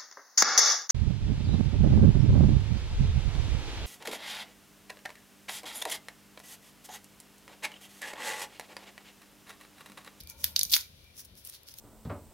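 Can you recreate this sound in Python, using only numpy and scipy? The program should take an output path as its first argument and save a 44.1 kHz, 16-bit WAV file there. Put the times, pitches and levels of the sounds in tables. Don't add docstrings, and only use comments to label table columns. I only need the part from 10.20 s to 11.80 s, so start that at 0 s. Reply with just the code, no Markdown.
import sys
import numpy as np
from scipy import signal
from scipy.fft import rfft, irfft
from scipy.io import wavfile
from scipy.ndimage import uniform_filter1d

SR = 44100
rng = np.random.default_rng(int(sys.argv[2]) if len(sys.argv) > 2 else 0)


def dump_mix(stems):
    frames = np.atleast_2d(stems).T
    limited = np.clip(frames, -1, 1)
    pcm = np.round(limited * 32767).astype(np.int16)
    wavfile.write(sys.argv[1], SR, pcm)


N = 70560
T = np.arange(N) / SR

# frequency in Hz, level in dB.
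AIR_COLOUR = [(20, -45), (45, -2), (100, -2), (250, -12), (550, -12.5), (900, -21), (1800, -20.5),
              (3800, -15.5), (6000, -23), (7700, -32), (11500, -21), (16000, -36)]
RUMBLE_COLOUR = [(20, -39), (48, 2), (110, -5), (175, -3.5), (260, -13.5), (600, -24.5), (1500, -53),
                 (16000, -104)]
# frequency in Hz, level of the sides against the middle in dB.
AIR_WIDTH = [(80, -10.5), (400, -3.5), (3000, 1.5)]
# pitch in Hz, width in Hz, relative level in dB.
FAINT_TONES = [(560, 85, -2), (906, 99, -3.5), (1052, 110, -7.5), (1419, 54, -5)]
# time in seconds, level in dB.
HUM_LEVELS = [(0, -54), (.12, -62.5), (.23, -55.5), (.33, -59.5), (.48, -57.5), (.58, -69), (.68, -62.5),
              (.93, -64), (1.01, -64.5), (1.13, -57.5), (1.42, -82.5), (1.53, -69)]
TONE_LEVELS = [(0, -86), (.12, -66.5), (.35, -69), (.7, -94), (1.1, -82.5), (1.6, -75)]
WHISTLE_LEVELS = [(0, -74), (.1, -60.5), (.18, -74), (.63, -64), (.72, -82), (.9, -65), (.98, -86)]
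# peak time, rise and fall in seconds, level in dB,
# treble in dB, centre of the rasp in Hz.
FINGER_RUBS = [(.003, 0.023, 0.027, -47.5, -9.5, 4830), (0.1, 0.02, 0.031, -45.5, -1.5, 6500),
               (0.211, 0.04, 0.093, -50, 2, 6300), (.82, 0.9, 0.15, -60.5, -7, 3670),
               (0.997, 0.041, 0.03, -44, 3, 5800), (1.051, 0.0074, 0.011, -54.5, 11, 5100),
               (1.176, 0.018, 0.064, -55, 5, 5370), (1.251, 0.011, 0.028, -52.5, 5, 8700),
               (1.271, 0.017, 0.018, -43.5, -6.5, 10800), (1.296, 0.017, 0.011, -43.5, -3, 9250),
               (1.346, 0.041, 0.034, -44.5, -2.5, 3900), (1.486, 0.022, 0.021, -45, -2, 4700),
               (1.516, 0.014, 0.015, -49, -1, 5270), (1.59, 0.036, 0.1, -50, 2.5, 6260)]
# start in seconds, level in dB, treble in dB.
SKIN_TICKS = [(.0048, -41.5, 5), (.0098, -42, 0), (0.036, -52, 10), (0.0732, -41.5, 2.5), (0.099, -43, 11),
              (0.267, -40, -8), (0.8429, -55.5, 4), (1.0495, -56, 8), (1.1537, -53, 5), (1.25, -46.5, 13),
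              (1.2732, -49, 15), (1.298, -50.5, 18), (1.433, -55.5, 9.5), (1.4832, -52, -3),
              (1.5399, -43, 5.5), (1.586, -40.5, 7)]
# start in seconds, level, bass and treble in dB, splinter fade
# in milliseconds, left over right in dB, ring of the broken piece in Hz, its boost in dB, top end in dB.
STEM_SNAPS = [(.2424, -15, 5, 4, 1, 1.5, 3650, 8.5, 2.5), (.3626, -7, -4, -14.5, 0.09, -1, 4050, 6, 3),
              (.3924, -17, 0, 3.5, 0.51, 0.5, 5960, 12.5, -12),
              (.4122, -15.5, -5, -6.5, 0.15, -1, 4040, 7.5, -6),
              (.4322, -22.5, -5, 10, 0.29, 3, 6400, 9.5, 2), (.4515, -29, 1, -5, 0.57, -3.5, 5780, 14, -3),
              (.5065, -35.5, 1, 2, 0.8, 7, 5570, -13, 14), (.5199, -27.5, -15, 2.5, 0.47, 1, 6260, -6, 10),
              (.5272, -26, -7, -10, 0.5, 10, 3600, 7, 13), (.5358, -7.5, -3, -12, 0.56, -1, 3040, 7, 11),
              (.5375, -11, -10.5, -4.5, 0.4, 1, 2300, 18, -17),
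              (.5403, -4, -5.5, -11.5, 0.45, 0.5, 3500, 6, -0.5),
              (.5484, -17.5, 0, -21, .6, -9, 5600, 8, 14), (.5537, -25.5, -6, 2, .4, 5, 5260, 10, 17),
              (.5653, -18, 12, -0.5, 0.35, 3.5, 6600, 8, -6)]
# peak time, rise and fall in seconds, level, bass and treble in dB.
FIBRE_TEARS = [(0.243, 0.011, 0.043, -36.5, 10.5, -1.5), (.364, 0.0085, 0.033, -38, 3, -2),
               (0.497, 0.0031, 0.017, -32.5, -14, -10.5), (0.525, 0.011, 0.022, -23.5, -7, -3),
               (0.543, 0.021, 0.023, -25.5, 2.5, -8.5), (0.565, 0.036, 0.02, -31.5, 2, 4),
               (0.611, 0.027, 0.011, -35.5, -23, -6)]
# frequency in Hz, level in dB.
SKIN_COLOUR = [(200, -13), (900, -13.5), (2000, -8.5), (3700, -5), (5700, 1.5), (7700, -5.5), (10500, 3),
               (14000, -1.5), (16000, 4)]
CRACK_COLOUR = [(150, -37.5), (620, -35), (1200, -22), (2700, -11.5), (3400, -5), (4500, -0.5), (6200, -3),
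                (7900, -9.5), (9200, -4.5), (10800, 0), (14000, -0.5), (16000, -10.5)]
# frequency in Hz, left over right in dB.
SIDE_LEAN = [(1000, 2), (2400, 1), (3400, 8), (4500, -4.5), (8000, 0), (15000, 0)]
# start in seconds, level in dB.
CORE_KNOCKS = [(.537, -33.5), (.5645, -27.5)]
# pitch in Hz, relative level in dB, seconds to fade by 60 dB.
CORE_NOTES = [(348, -16, 0.022), (970, -4, 0.016), (1563, 4, 0.0081), (1870, 1, 0.0069),
              (2196, 7.5, 0.0093)]

BASS_HZ, TREBLE_HZ, TOP_END_HZ = 2700, 7300, 13300
SPLINTER_SHARE, SCATTER_DB, SCATTER_FADE_S, SCATTER_DELAY_S = 0.36, -4, 0.0026, 0.0005
RIGHT_LAG_MS, LAG_SPREAD_MS, SKIN_PAN_DB = 0.056, 0.03, 1.5
OPPOSITE_SIDES = np.array([[1], [-1]])


def gain(db):
    return 10 ** (np.asarray(db) / 20)


def unit(x):
    return x / np.sqrt(np.mean(x ** 2))


def pan(db):
    return gain(OPPOSITE_SIDES * db / 2)


def colour(points, hz):
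    table_hz, db = np.array(points).T
    return np.interp(np.log(hz + 1), np.log(table_hz), db)


def bass_treble(hz, bass_db, treble_db):
    return bass_db / (1 + (hz / BASS_HZ) ** 6) + treble_db * (1 - 1 / (1 + (hz / TREBLE_HZ) ** 8))


def bump(hz, centre_hz, width_hz):
    return 1 / (1 + (2 * (hz - centre_hz) / width_hz) ** 2)


def shape(x, db):
    cepstrum = irfft(db * np.log(10) / 20)
    half = cepstrum.shape[-1] // 2
    cepstrum[..., 1:half] *= 2
    cepstrum[..., half + 1:] = 0
    return irfft(rfft(x) * np.exp(rfft(cepstrum)))


def garlic_tone(x, points, bass_db, treble_db):
    hz = np.fft.rfftfreq(x.shape[-1], 1 / SR)
    db = colour(points, hz)
    db -= 10 * np.log10(np.mean(gain(db) ** 2))
    lean_db = OPPOSITE_SIDES * colour(SIDE_LEAN, hz) / 2
    return shape(x, db + bass_treble(hz, bass_db, treble_db) + lean_db)


def add(out, x, start_s):
    i = max(0, min(int(start_s * SR), N - 1))
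    out[:, i:i + x.shape[1]] += x[:, :N - i]


def grains(per_s, spread_db):
    sizes = gain(spread_db * np.minimum(rng.exponential(size=N), 5))
    happens = rng.random(N) < per_s / SR
    x = sizes * happens * (rng.standard_normal((2, N)) + 0.46 * rng.standard_normal(N))
    return x / np.sqrt(uniform_filter1d(x ** 2, size=500, axis=1) + 1e-9)


def swell(peak_s, rise_s, fall_s):
    return np.exp(-2 * (abs(T - peak_s) / np.where(T < peak_s, rise_s, fall_s)) ** 1.44)


def background():
    hz = np.fft.rfftfreq(N, 1 / SR)
    noise = lambda weights: unit(irfft(rfft(rng.standard_normal(N)) * weights))
    narrow = lambda centre_hz, width_hz: noise(bump(hz, centre_hz, width_hz))
    broad = lambda points: noise(gain(colour(points, hz)))
    level = lambda rows: gain(np.interp(T, *np.array(rows).T))
    middle = broad(AIR_COLOUR)
    sides = shape(broad(AIR_COLOUR), colour(AIR_WIDTH, hz)) * OPPOSITE_SIDES
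    air = gain(-63.5) * (middle + sides)
    hum = (narrow(centre_hz=77, width_hz=10) + gain(-1.5) * broad(RUMBLE_COLOUR)) * level(HUM_LEVELS)
    tones = sum(gain(db) * narrow(pitch, width) for pitch, width, db in FAINT_TONES) * level(TONE_LEVELS)
    whistle = narrow(centre_hz=2356, width_hz=106) * level(WHISTLE_LEVELS)
    return (air + hum + tones + whistle) * pan(db=3.5)


def rubbing(rasp_db=8, rasp_width_hz=1780):
    flakes = grains(per_s=11000, spread_db=3.5)
    hz = np.fft.rfftfreq(N, 1 / SR)
    strokes = np.zeros((2, N))
    for peak_s, rise_s, fall_s, db, treble_db, rasp_hz in FINGER_RUBS:
        tone_db = bass_treble(hz, 0, treble_db) + rasp_db * bump(hz, rasp_hz, rasp_width_hz)
        strokes += shape(flakes * swell(peak_s, rise_s, fall_s) * gain(db), tone_db)
    return pan(SKIN_PAN_DB) * garlic_tone(strokes, SKIN_COLOUR, 0, 0)


def add_crack(out, start_s, db, bass_db, treble_db, splinter_ms, pan_db, ring_hz, ring_db, top_db):
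    size, lead = 1024, 128
    t, hz = np.arange(size) / SR, np.fft.rfftfreq(size, 1 / SR)

    def burst(fade):
        noise = rng.standard_normal((2, size)) + 0.38 * rng.standard_normal(size)
        return unit(noise * fade) / np.sqrt(size)

    def flatten(spectrum):
        return spectrum / np.sqrt(uniform_filter1d(abs(spectrum) ** 2, size=90, axis=1))

    direct = np.sqrt(SPLINTER_SHARE) * burst(np.exp(-1000 * t / splinter_ms))
    direct[:, 0] += np.sqrt(1 - SPLINTER_SHARE)
    scatter = burst(np.exp(-t / SCATTER_FADE_S) * (t > SCATTER_DELAY_S))
    spectrum = flatten(flatten(rfft(direct)) + gain(SCATTER_DB) * flatten(rfft(scatter)))
    lag_ms = RIGHT_LAG_MS + LAG_SPREAD_MS * rng.standard_normal()
    spectrum[1] *= np.exp(-2j * np.pi * hz * lag_ms / 1000)
    crack = np.roll(irfft(spectrum), lead, axis=1)
    top_end = top_db * (1 - 1 / (1 + (hz / TOP_END_HZ) ** 20))
    crack = shape(crack, ring_db * bump(hz, ring_hz, width_hz=1150) + top_end)
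    crack = garlic_tone(crack, CRACK_COLOUR, bass_db, treble_db)
    strength = gain(db) * np.sqrt(0.001 * SR)
    add(out, crack * pan(pan_db) * strength, start_s - lead / SR)


def ticks():
    out = np.zeros((2, N))
    for start_s, db, treble_db in SKIN_TICKS:
        add_crack(out, start_s, db, bass_db=0, treble_db=treble_db, splinter_ms=0.35,
                  pan_db=SKIN_PAN_DB, ring_hz=4230, ring_db=6.5, top_db=0)
    return out


def snaps():
    out = np.zeros((2, N))
    for row in STEM_SNAPS:
        add_crack(out, *row)
    return out


def tearing():
    fibres = grains(per_s=5200, spread_db=3)
    out = np.zeros((2, N))
    for peak_s, rise_s, fall_s, db, bass_db, treble_db in FIBRE_TEARS:
        run = fibres * swell(peak_s, rise_s, fall_s) * gain(db)
        out += garlic_tone(run, CRACK_COLOUR, bass_db, treble_db)
    return out


def knocks(attack_s=0.00089):
    out, t = np.zeros((2, N)), T[:N // 16]
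    notes = sum(gain(db - 60 * t / fade_s) * np.sin(2 * np.pi * hz * t + rng.uniform(-2.16, 1, (2, 1)))
                for hz, db, fade_s in CORE_NOTES)
    knock = notes * np.minimum(t / attack_s, 1) * pan(db=1)
    for start_s, db in CORE_KNOCKS:
        add(out, knock * gain(db), start_s)
    return out


def room_echo(x, fade_s=0.24, onset_s=0.0068):
    t = T[:N // 2]
    build_up = 1 - np.exp(-(t / onset_s) ** 4)
    tail = rng.standard_normal((2, len(t))) * gain(-60 * t / fade_s) * build_up
    echo = signal.fftconvolve(x, unit(tail) / np.sqrt(len(t)), axes=1)[:, :N]
    hz = np.fft.rfftfreq(N, 1 / SR)
    return gain(-12) * shape(echo, bass_treble(hz, bass_db=3.5, treble_db=-1.5))


def scene():
    garlic = snaps() + ticks() + knocks() + tearing() + rubbing()
    return garlic + room_echo(garlic) + background()


def record(dry):
    top_cut = signal.ellip(10, .2, 80, 15750, fs=SR, output="sos")
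    return signal.sosfilt(top_cut, np.tanh(dry))


dry = scene()
out = record(dry)
dump_mix(out)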